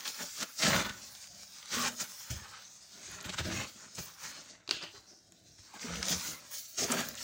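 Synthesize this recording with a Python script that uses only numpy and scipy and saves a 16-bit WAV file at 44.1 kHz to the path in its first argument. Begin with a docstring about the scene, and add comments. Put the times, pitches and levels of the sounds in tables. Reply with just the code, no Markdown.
"""Slow steps inside a small bare brick-and-concrete shelter, heard by one microphone.
A cluster of scuffs, slips and thuds fills the first second; shorter steps follow near 1.7, 2.3 and 3.3 s.
A stone snaps hardest at 4.7 s, then the feet grind and snap grit again from 5.7 s to the end.
Soles and grit are shaped noise, stones and heels decaying modes; slips, snaps and thuds ring the hard walls.
A jacket, shaped crackling noise, rustles close by all the while over faint still air."""
import sys
import numpy as np
from scipy import signal
from scipy.io import wavfile
from scipy.ndimage import uniform_filter1d, map_coordinates

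SR = 44100
rng = np.random.default_rng(int(sys.argv[2]) if len(sys.argv) > 2 else 0)


def store_pcm(level_fs):
    """Save levels as 16-bit WAV."""
    pcm = np.round(np.clip(level_fs, -1, 1) * 32767).astype(np.int16)
    wavfile.write(sys.argv[1], SR, np.atleast_2d(pcm).T)


N = 319237  # samples

# Foot movements, with the jacket moving along. Each row: start of full strength in s, hold in s,
# rise and fall in s for 20 dB (before each layer stretches them), grinding level in dB,
# pitch of the rolling grit in Hz, shudder of the rubber in dB, rumble of the slab in dB,
# pitch of the shudder in Hz, rustle in dB, top octave against the rustle in dB
# (higher when the cloth is near the microphone).
FOOT_MOVES = [(.072, 0.022, 0.074, 0.09, -49.5, 2380, -59, -84, 261, -42.5, -5),
              (0.205, 0.027, 0.11, 0.087, -45, 1810, -50, -66, 260, -43.5, -9),
              (0.423, 0.0074, 0.12, 0.035, -40, 1180, -41.5, -62, 324, -37.5, -13),
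              (0.597, 0.023, 0.041, .03, -45, 2180, -45.5, -70, 302, -37, -20),
              (0.631, 0.052, 0.066, 0.12, -34, 1840, -37, -49, 191, -30, -21),
              (.668, .03, .04, 0.071, -36.5, 1740, -35.5, -50, 202, -41, -17),
              (0.734, 0.029, 0.12, 0.18, -31.5, 1900, -32.5, -41.5, 220, -34.5, -11),
              (.8, .015, .04, 0.086, -45, 1720, -56, -51, 230, -40, -12),
              (.854, 0.011, 0.083, 0.04, -40.5, 1320, -45, -49, 260, -50, -4),
              (0.894, 0.0066, .03, 0.021, -45, 1490, -51, -43, 216, -51, -10),
              (1.05, 0.016, 0.093, 0.065, -65, 1700, -78, -74, 201, -61, -1),
              (1.42, 0.011, 0.52, 0.033, -72, 1830, -66, -69, 188, -52, -14),
              (1.74, 0.14, 0.08, 0.07, -37.5, 1170, -43, -56, 210, -36, -11.5),
              (2.006, 0.016, 0.039, 0.057, -42.5, 1190, -45.5, -56, 210, -36.5, -9),
              (2.306, 0.0068, 0.012, 0.14, -94, 1400, -48.5, -38.5, 168, -40.5, -10),
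              (2.39, 0.024, 0.09, 0.034, -95, 1410, -60.5, -57, 190, -60, -20),
              (2.95, 0.04, 0.073, 0.25, -80, 2080, -62.5, -78, 215, -58, -23),
              (3.13, 0.01, 0.38, 0.28, -49.5, 1750, -72, -59, 202, -47, -18),
              (3.248, 0.011, 0.014, 0.059, -41, 1770, -51, -47, 171, -45, -12),
              (3.291, 0.0082, 0.039, 0.017, -42.5, 2300, -46, -53, 180, -46, -24),
              (3.338, 0.0072, 0.03, 0.017, -39.5, 890, -54, -48, 204, -42.5, -24),
              (3.386, 0.013, 0.032, 0.053, -38, 2100, -41.5, -40, 167, -39.5, -20),
              (3.452, 0.17, 0.051, 0.11, -41.5, 1870, -43, -46, 200, -44, -15),
              (3.68, 0.017, 0.036, 0.034, -70, 2570, -68, -75, 200, -50.5, -15),
              (3.824, 0.019, 0.2, 0.12, -56.5, 1710, -63, -94, 242, -58, -18),
              (3.985, 0.0041, 0.039, 0.047, -43.5, 1110, -43, -40.5, 171, -43.5, -7),
              (4.02, 0.019, 0.15, 0.3, -54.5, 1150, -60.5, -68, 180, -48.5, -5),
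              (4.244, 0.022, 0.18, 0.4, -51, 1360, -61.5, -69, 186, -47, -11.5),
              (4.356, 0.041, .06, 0.4, -95, 1540, -61.5, -79, 334, -53, -34),
              (4.491, 0.01, 0.052, 0.12, -93, 1720, -59.5, -74, 237, -50, -42),
              (4.712, 0.0025, 0.035, 0.2, -62, 2500, -51.5, -60, 375, -45.5, -19),
              (4.832, 0.0057, 0.056, 0.063, -46.5, 2270, -50.5, -81, 318, -48, -21),
              (4.955, 0.011, 0.17, 0.16, -61.5, 1430, -66, -64.5, 324, -58, -20),
              (5.125, 0.0066, 0.11, 0.031, -64.5, 1370, -67, -90, 364, -76, -35),
              (5.585, .01, 0.023, 0.11, -64, 2120, -73, -66, 285, -56.5, -18),
              (5.74, 0.017, 0.022, 0.087, -53, 940, -58, -85, 286, -55, -10),
              (5.82, 0.021, .07, 0.057, -48.5, 2000, -55, -75, 254, -46.5, -16),
              (5.849, 0.2, 0.018, .1, -46.5, 1080, -49.5, -60, 197, -47, -19),
              (5.955, 0.031, 0.042, 0.075, -61, 1260, -64, -65, 198, -50, -8),
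              (6.09, 0.028, 0.087, 0.13, -40, 1820, -38.5, -51, 180, -33, -10.5),
              (6.199, 0.11, 0.18, 0.23, -49.5, 1090, -54.5, -60, 247, -41.5, -6),
              (6.515, 0.046, 0.024, .05, -58, 1540, -77, -83, 218, -49.5, 1),
              (6.565, 0.023, 0.11, 0.24, -75, 1720, -69, -81, 220, -43, -4.5),
              (6.783, 0.059, 0.022, 0.067, -44.5, 1210, -43, -56, 345, -33.5, -14),
              (6.912, 0.031, 0.12, 0.11, -38.5, 945, -35.5, -59, 263, -39.5, -6),
              (6.989, 0.0077, 0.11, 0.14, -36, 1560, -38.5, -59, 194, -39.5, -11),
              (7.2, .04, 0.11, .1, -57, 1960, -58, -70, 238, -43.5, -9)]
# The body never rests between the scuffs. Each row: time in s, grinding in dB, shudder in dB,
# rumble in dB, rustle in dB, top octave against the rustle in dB.
BODY_SWAY = [(0, -50.5, -66, -81, -50.5, -5), (.33, -72, -103, -72, -46, -10),
             (.5, -57.5, -73, -81, -57.5, 0), (.57, -64, -77, -85, -53, -3), (.95, -68, -62, -64, -52, -9),
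             (1.22, -61, -72, -74.5, -51.5, -11), (1.3, -70, -72, -68, -58, -13),
             (1.52, -65, -71, -80, -54, -10), (1.67, -57, -72, -78, -51, -19),
             (1.93, -65, -55.5, -68, -52, -5), (2.15, -55.5, -69, -74, -49, -4.5),
             (2.55, -52.5, -70.5, -72.5, -54.5, -18), (2.85, -90, -71, -79, -55.5, -18),
             (3.2, -58, -58, -78, -56, -16), (3.72, -81, -66.5, -72, -53.5, -11),
             (3.92, -74, -65.5, -76, -57, -29), (4.16, -88, -74, -73, -61, -20),
             (4.55, -64, -71, -74, -80, -23), (4.62, -94, -77, -71, -89, -8),
             (4.87, -65, -71, -75, -60, -14), (5.2, -100, -70, -79, -68, -16),
             (5.5, -97, -68.5, -69, -61.5, -16), (5.7, -60, -69, -77, -59, -17),
             (6.47, -68.5, -67.5, -73, -56, -20), (6.64, -82, -85, -77, -59, -3),
             (6.74, -91, -71, -80, -52, -9), (7.1, -61, -51, -57, -51.5, -4),
             (7.24, -52.5, -69, -71, -58, -16)]
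# A sole slips and catches. Each row: start in s, peak in dB, time scale in s, centre in Hz, width in octaves.
SOLE_SLIPS = [(0.054, -25, 0.0089, 2380, 2.3), (0.063, -30, 0.011, 3020, 2.2),
              (0.076, -23.5, 0.014, 4400, 0.96), (0.086, -31, 0.011, 6660, 0.3),
              (0.377, -33.5, 0.024, 5460, 1.6), (0.402, -30, .01, 5960, .5),
              (0.427, -24, 0.0094, 3510, 2.2), (0.582, -27, 0.059, 5000, 0.62),
              (0.62, -16, 0.048, 2920, 1.6), (0.847, -34, 0.011, 2200, 2),
              (0.894, -31.5, 0.0083, 2000, 2.7), (2.035, -34, 0.021, 4740, 3.2),
              (2.301, -35, 0.016, 6200, 0.27), (2.303, -37, 0.014, 1930, 0.82),
              (3.24, -36, 0.035, 3100, 0.94), (3.293, -30, 0.014, 3160, 1.2),
              (3.322, -38, 0.023, 3100, 0.6), (3.382, -26.5, 0.021, 2400, 1.64),
              (3.452, -33, 0.015, 4870, 0.6), (3.95, -35, 0.021, 6100, 0.94),
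              (4.704, -33, 0.14, 3180, 0.49), (4.821, -35, 0.028, 4720, 0.15),
              (4.839, -37, 0.012, 3180, 0.48), (5.066, -46.5, 0.18, 5500, 0.35),
              (5.736, -43.5, 0.019, 820, 0.25), (5.827, -35, 0.017, 2080, 0.57),
              (6.027, -27.5, 0.0056, 1920, 2.4), (6.067, -30, 0.0074, 5260, 0.85),
              (6.767, -37, 0.039, 6160, 0.3), (6.919, -15.5, 0.0089, 7050, 0.64),
              (6.97, -38, 0.023, 1840, 0.79), (7.086, -31.5, 0.0075, 6160, 0.45),
              (7.087, -27.5, 0.0044, 14900, .15), (7.175, -38.5, 0.018, 3180, 0.36)]
# Stones snapping. Each row: time in s, peak in dB, pitch as a ratio to the listed stone modes.
STONE_SNAPS = [(.0054, -32, 1.2), (.029, -37, 1.4), (0.1442, -31, 1.2), (.666, -18, 0.4),
               (0.7313, -20, 0.42), (.762, -18, 0.37), (0.853, -28, 0.74), (0.8936, -31, 1.3),
               (1.15, -36, 1.18), (1.24, -42, 0.54), (1.2716, -38, 1.2), (1.4317, -36, 1.2),
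               (1.627, -38, 0.73), (1.657, -35, 1.5), (3.1144, -40, 2.3), (3.2038, -33, 1.1),
               (3.2099, -32.5, 1.5), (3.2273, -40, 2.7), (4.058, -35, 1.9), (4.2372, -33, 1.37),
               (4.315, -41, 1.8), (4.676, -30, 0.97), (4.6909, -20.5, 0.9), (4.709, -12, 1.025),
               (5.3208, -39.5, 1.6), (5.794, -37, 0.84), (5.956, -28, 0.62), (6.0279, -17, 1.14),
               (6.054, -23, 1.25), (6.083, -17, 1.37), (6.0956, -22.5, 0.86), (6.785, -32, 1.3),
               (6.8342, -28, 0.67), (6.9166, -18, 1.7), (6.92, -21, 1.35), (7.005, -24, 1.6),
               (7.1523, -30, 1.55)]
# Modes of a stone at pitch ratio 1. Each row: frequency in Hz, relative level in dB, 60 dB decay in s.
STONE_MODES = [(1510, -36, 0.0088), (2755, 0.5, 0.02), (4370, 18, 0.0046), (4850, 9.5, 0.0068),
               (6840, 5, 0.0056)]
# Heels landing. Each row: start in s, peak in dB, boom frequency in Hz, 60 dB decay in s.
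HEEL_THUDS = [(0.411, -45, 268, 0.064), (0.649, -27.5, 199.7, 0.15), (1.766, -37, 240.8, 0.38),
              (2.303, -33, 101.6, 0.06), (2.355, -43.5, 71, 0.11), (3.079, -49, 359, 0.051),
              (3.255, -42.5, 90, 0.16), (3.397, -34.5, 79, 0.38), (3.459, -34, 91, 0.17),
              (3.755, -53, 200, 0.17), (3.858, -51, 200, 0.08), (3.982, -55, 175, 0.15),
              (4.236, -54, 160, 0.1), (4.687, -39, 349, 0.028), (4.709, -36, 334, 0.024),
              (4.831, -44.5, 345, 0.05), (4.937, -53, 400, 0.066), (5.113, -56, 335, 0.11),
              (5.841, -36, 233, 0.1), (6.777, -43, 340, 0.042), (6.817, -34, 430, .04),
              (6.844, -36, 383, .05), (6.896, -31, 238, 0.18)]
# A dragged sole holds one note. Each row: start in s, length in s, starting level in dB,
# centre in Hz, bandwidth of one filter pass in Hz.
SOLE_DRONES = [(0.625, 0.13, -33.5, 163, 23), (0.642, 0.13, -39.5, 557, 70),
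               (0.643, 0.056, -31.5, 1780, 170), (.725, 0.064, -35, 1440, 150),
               (1.771, 0.087, -33.5, 1160, 73), (3.264, 0.22, -59, 360, 29), (3.435, 0.15, -45, 337, 60),
               (4.716, 0.21, -49.5, 2840, 690), (4.72, 0.063, -56, 3770, 250), (4.72, 0.06, -51, 1660, 150),
               (5.858, 0.34, -50, 173, 5.5), (5.873, 0.19, -46.5, 71, 12), (5.845, 0.099, -58, 348, 36),
               (6.027, 0.21, -43, 178, 17), (6.123, 0.074, -43, 80.4, 18), (6.346, 0.27, -67, 590, 32)]
# Noise spectra of the grit, the sole, the slab, the cloth, the finest cloth crackle and the still air.
# Each row: frequency in Hz, relative level in dB per Hz.
GRIT_SPECTRUM = [(240, -39), (400, -16), (475, -12.5), (582, -6.5), (698, -42), (788, -3.5), (995, -5.5),
                 (1450, -1.5), (1570, -2.5), (2800, -8), (4500, -9.5), (5850, -59), (9900, -120)]
SOLE_SPECTRUM = [(76, -46), (130, -9), (167, 1.5), (242, -1.5), (291, -2), (406, -6), (470, -5.5),
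                 (600, -0.5), (780, -7.5), (1320, -120)]
SLAB_SPECTRUM = [(35, -29), (52, -4), (64, -4), (100, 0), (125, -0.5), (170, -14)]
CLOTH_SPECTRUM = [(700, -63), (1300, -20.5), (2300, -10.5), (3050, -11), (3600, -6), (4380, -2.5),
                  (5300, -1), (6540, 1), (8690, -10.5), (11000, -37.5), (14000, -41)]
CLOTH_TOP_SPECTRUM = [(9000, -2.5), (10500, -8), (13600, -6.5), (14200, -9), (14900, 6), (15900, 0)]
AIR_SPECTRUM = [(18, -34), (30, -14), (184, 1), (500, -4), (1000, 6), (1500, 4), (2350, 0), (2610, -29),
                (4300, -25), (4650, -24), (5310, -20), (6050, -28), (10200, -48), (16000, -21)]

# Each layer follows a scuff in its own time: lag in s, stretch of the rise, stretch of the fall.
GRIND_TIME, SHUDDER_TIME, RUMBLE_TIME = (0.00027, 0.68, 0.9), (0.0072, 0.47, 0.56), (0.014, 0.69, 0.33)
RUSTLE_TIME, TOP_TIME = (0.00052, 0.83, 0.6), (0.0035, 0.8, 0.46)
DRONE_RISE_S, DRONE_SAG_DB = 0.029, 7.5
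SNAP_DELAY_S = 0.00101  # every crack sounds this long after its listed time
# every crack sets off a thin ring of the microphone near 15 kHz
MIC_RING_HZ, MIC_RING_DB, MIC_RING_T60_S = 15100, -9, .004
ROOM_T60_S, ROOM_DB, ROOM_DULL_HZ = 0.42, -12, 3540
AIR_DB = -75
BASS_HZ, TOP_HZ = 42.4, 15850


def undb(db):
    """The amplitude ratio of a level in decibels."""
    return 10 ** (np.asarray(db) / 20)


def unit(x):
    """Normalization to an RMS value of 1."""
    return x / np.sqrt(np.mean(x ** 2))


def walk(rate):
    """Low-passed random steps: levels held 1 / rate s, slewed twice, with an RMS value of 1."""
    hold = int(SR / rate)
    steps = np.repeat(rng.standard_normal(N // hold + 1), hold)
    slewed = uniform_filter1d(uniform_filter1d(steps, hold), hold)
    return unit(slewed[:N])


def grains(rate, scatter_db, smooth):
    """Shot noise: tiny breaks at random moments, some larger than most, over a share of even hiss."""
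    hit = rng.random(N) < rate / SR
    size = undb(scatter_db * np.minimum(rng.exponential(size=N), 4))
    breaks = hit * rng.standard_normal(N) * size
    return np.sqrt(smooth) * rng.standard_normal(N) + np.sqrt(1 - smooth) * unit(breaks)


def patches(s, octave, rate, per_octave):
    """A smooth random field over time and pitch, with an RMS value of 1."""
    field = rng.standard_normal((400, 400))
    place = np.meshgrid(np.clip(octave * per_octave, 0, 399), np.clip(s * rate, 0, 399), indexing="ij")
    return unit(map_coordinates(field, place, order=3, mode="mirror"))


def colour(x, points, together_db, broad_db, narrow_db, rate, size=512, peak=None):
    """Time-varying filtering: the whole swells, octaves flicker, and narrow resonances come and go."""
    swelling = x * undb(together_db * walk(rate))
    f, s, spectrum = signal.stft(swelling, SR, nperseg=size, noverlap=size * 3 // 4)
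    hz, db = np.transpose(points)
    octave = np.log2(np.maximum(f, 1))
    shape_db = np.interp(octave, np.log2(hz), db, left=-90, right=-90)[:, None]
    shape_db = shape_db + broad_db * patches(s, octave, rate / 3, 1.581)
    # the narrow resonances even out towards the treble
    evenness = 1 + (f[:, None] / 6000) ** 2
    shape_db += narrow_db * patches(s, octave, rate / 6, 9.0) / evenness
    if peak is not None:
        times, peak_hz, lift_db, width_octaves = peak
        distance = octave[:, None] - np.log2(np.interp(s, times, peak_hz))
        shape_db += lift_db * np.exp(-(distance / width_octaves) ** 2)
    _, shaped = signal.istft(spectrum * undb(shape_db), SR, nperseg=size, noverlap=size * 3 // 4)
    return unit(shaped[:N])


def moving(scuff_db, sway_db, lag_s, rise_stretch, fall_stretch):
    """Addition of powers: every scuff rises, holds and falls over the slow sway."""
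    t = np.arange(0, N + 64, 32) / SR
    s, hold, rise, fall = (column[:, None] for column in np.transpose(FOOT_MOVES)[:4])
    early = np.maximum(s + lag_s - t, 0) / (rise * rise_stretch)
    late = np.maximum(t - s - lag_s - hold, 0) / (fall * fall_stretch)
    level_db = scuff_db[:, None] - 20 * np.minimum(early + late, 10)
    power = np.sum(undb(level_db) ** 2, axis=0)
    power += undb(np.interp(t, np.transpose(BODY_SWAY)[0], sway_db)) ** 2
    return np.interp(np.arange(N) / SR, t, np.sqrt(power))


def ring(hz, t60):
    """Free vibration of one mode, decaying exponentially by 60 dB in t60 seconds."""
    t = np.arange(int(t60 * SR) + 1) / SR
    return np.sin(2 * np.pi * hz * t) * np.exp(-np.log(1000) * t / t60)


def add(out, s, sound, peak_db):
    """Superposition: places a sound at s seconds with the given peak."""
    i = int(s * SR)
    sound = sound[:N - i]
    out[i:i + len(sound)] += sound * undb(peak_db) / np.abs(sound).max()


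def scuffs():
    """Granular friction: grit rolls and crushes, loudest at the wandering pitch of the stones caught."""
    s, _, _, _, grind_db, grit_hz, *_ = np.transpose(FOOT_MOVES)
    _, sway_db, *_ = np.transpose(BODY_SWAY)
    times = np.arange(0, N, 256) / SR
    caught_hz = np.interp(times, s, grit_hz) * 2 ** (.2 * walk(40)[::256])
    caught = times, caught_hz, 3.5, .2  # lift in dB, width in octaves
    crush = grains(2500, 3.1, 0.52)
    grind = colour(crush, GRIT_SPECTRUM, 2.0, .4, 3.0, 45, size=1024, peak=caught)
    return grind * moving(grind_db, sway_db, *GRIND_TIME)


def weight():
    """Forced vibration under load: the rubber shudders and the slab rumbles."""
    s, *_, shudder_db, rumble_db, shudder_hz, _, _ = np.transpose(FOOT_MOVES)
    _, _, sway_shudder_db, sway_rumble_db, _, _ = np.transpose(BODY_SWAY)
    flex = s, shudder_hz, 6.0, .2  # lift in dB, width in octaves
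    shudder = colour(grains(400, 2.8, .6), SOLE_SPECTRUM, 1.2, .4, 3.4, 20, size=4096, peak=flex)
    shudder = shudder * moving(shudder_db, sway_shudder_db, *SHUDDER_TIME)
    rumble = colour(rng.standard_normal(N), SLAB_SPECTRUM, 0.44, 0.89, 2.8, 9, size=8192)
    rumble = rumble * moving(rumble_db, sway_rumble_db, *RUMBLE_TIME)
    return shudder + rumble


def drones():
    """Stick-slip: catches of the sole come so fast that they sing in one narrow band, then sag."""
    out, catches = np.zeros(N), grains(1500, 1.8, 0.41)
    for s, length_s, db, hz, width_hz in SOLE_DRONES:
        i, t = int(s * SR), np.arange(int(length_s * SR)) / SR
        edges = [hz - width_hz / 2, hz + width_hz / 2]
        band = signal.butter(1, edges, "band", fs=SR, output="sos")
        # half a second of run-in lets the narrow filter settle
        run = catches[i - SR // 2:i + len(t)]
        note = unit(signal.sosfilt(band, signal.sosfilt(band, run))[-len(t):])
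        edge = np.clip(np.minimum(t, length_s - t) / DRONE_RISE_S, 0, 1)
        out[i:i + len(t)] += note * edge * undb(db - DRONE_SAG_DB * t / length_s)
    return out


def slips():
    """Transient friction: bursts of crushing swell fast and die as the sole grips again."""
    out, crush = np.zeros(N), grains(5000, 3.2, .4)
    for s, peak_db, length_s, hz, width_octaves in SOLE_SLIPS:
        t = np.arange(int(3 * length_s * SR) + 9) / SR / length_s  # in time scales
        edges = np.clip(hz * 2 ** (np.array([-.5, .5]) * width_octaves), 100, 18000)
        band = signal.butter(2, edges, "band", fs=SR, output="sos")
        burst = signal.sosfilt(band, crush[int(s * SR):][:len(t)])
        swell = t ** 0.59 * np.exp(-3.2 * t)
        add(out, s, burst * swell[:len(burst)], peak_db)
    return out


def snaps():
    """Brittle fracture: each stone cracks, sheds splinters and rings its modes, a little differently."""
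    out, size = np.zeros(N), SR // 20
    t = np.arange(size) / SR
    band = signal.butter(3, [900, 5800], "band", fs=SR, output="sos")
    splinters = signal.sosfilt(band, rng.standard_normal((len(STONE_SNAPS), size)))
    chances = rng.standard_normal((len(STONE_SNAPS), len(STONE_MODES)))
    mic_ring = undb(MIC_RING_DB) * ring(MIC_RING_HZ, MIC_RING_T60_S)
    for (s, peak_db, pitch), chance, dust in zip(STONE_SNAPS, chances, splinters):
        sound = dust * (undb(10.0) * np.exp(-t / 0.0029) + undb(-25.0) * np.exp(-t / 0.0043))
        for (hz, db, t60), c in zip(STONE_MODES, chance):
            mode_hz = min(hz * pitch * (1 + 0.0077 * c), .4 * SR)
            mode = ring(mode_hz, t60)[:size]
            sound[:len(mode)] -= undb(db + 0.8 * c) * mode
        sound[:len(mic_ring)] += mic_ring
        # the contact lasts a moment, longer for large stones, which rounds the attack
        contact = np.minimum(t * pitch / .00035, 1)
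        add(out, s + SNAP_DELAY_S, sound * contact, peak_db)
    return out


def thuds():
    """Modal excitation by a soft push: a heel booms the slab, with a duller mode below and a knock above."""
    out = np.zeros(N)
    for s, peak_db, hz, t60 in HEEL_THUDS:
        boom = ring(hz, t60) + undb(-16.5) * ring(0.765 * hz, t60) + undb(-9.0) * ring(1.8 * hz, t60)
        push = np.minimum(np.arange(len(boom)) / (0.0059 * SR), 1)
        add(out, s, boom * push, peak_db)
    return out


def jacket():
    """Dry friction of fibres catching and letting go; the finest crackle carries only a short way."""
    rub = grains(3500, 1.6, 0.81)
    body = colour(rub, CLOTH_SPECTRUM, 1.4, .9, 3.8, 55, size=1024)
    top = colour(rub, CLOTH_TOP_SPECTRUM, 1.7, 1.4, 4.5, 60)
    *_, rustle_db, top_db = np.transpose(FOOT_MOVES)
    *_, sway_db, sway_top_db = np.transpose(BODY_SWAY)
    body_gain = moving(rustle_db, sway_db, *RUSTLE_TIME)
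    top_gain = moving(rustle_db + top_db, sway_db + sway_top_db, *TOP_TIME)
    return body * body_gain + top * top_gain


def room(x):
    """Reverberation: dense echoes of hard walls a few metres apart, duller than the direct sound."""
    t = np.arange(SR // 2) / SR
    decay = np.exp(-np.log(1000) * t / ROOM_T60_S)
    tail = rng.standard_normal(len(t)) * decay * (t > .004)
    tail = signal.sosfilt(signal.butter(1, ROOM_DULL_HZ, fs=SR, output="sos"), tail)
    return signal.fftconvolve(x, tail / np.sqrt(np.sum(tail ** 2)))[:N] * undb(ROOM_DB)


def still_air():
    """Stationary background noise: faint shaped hiss whose bands flicker slightly."""
    return colour(rng.standard_normal(N), AIR_SPECTRUM, .5, 3.0, 2.5, 9.0, size=4096) * undb(AIR_DB)


def scene():
    """Superposition of sources: the hits ring the room, the rest is dry; one microphone feeds both sides."""
    hits = snaps() + slips() + thuds()
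    feet = hits + room(hits) + scuffs() + drones() + weight()
    mono = feet + jacket() + still_air()
    return np.array([mono, mono])


def record(dry):
    """Band limitation: the microphone loses the deepest bass; the recorder cuts the top steeply."""
    thin = signal.sosfilt(signal.butter(3, BASS_HZ, "high", fs=SR, output="sos"), dry)
    return signal.sosfilt(signal.ellip(12, .2, 80, TOP_HZ, fs=SR, output="sos"), thin)


dry = scene()
out = record(dry)
store_pcm(out)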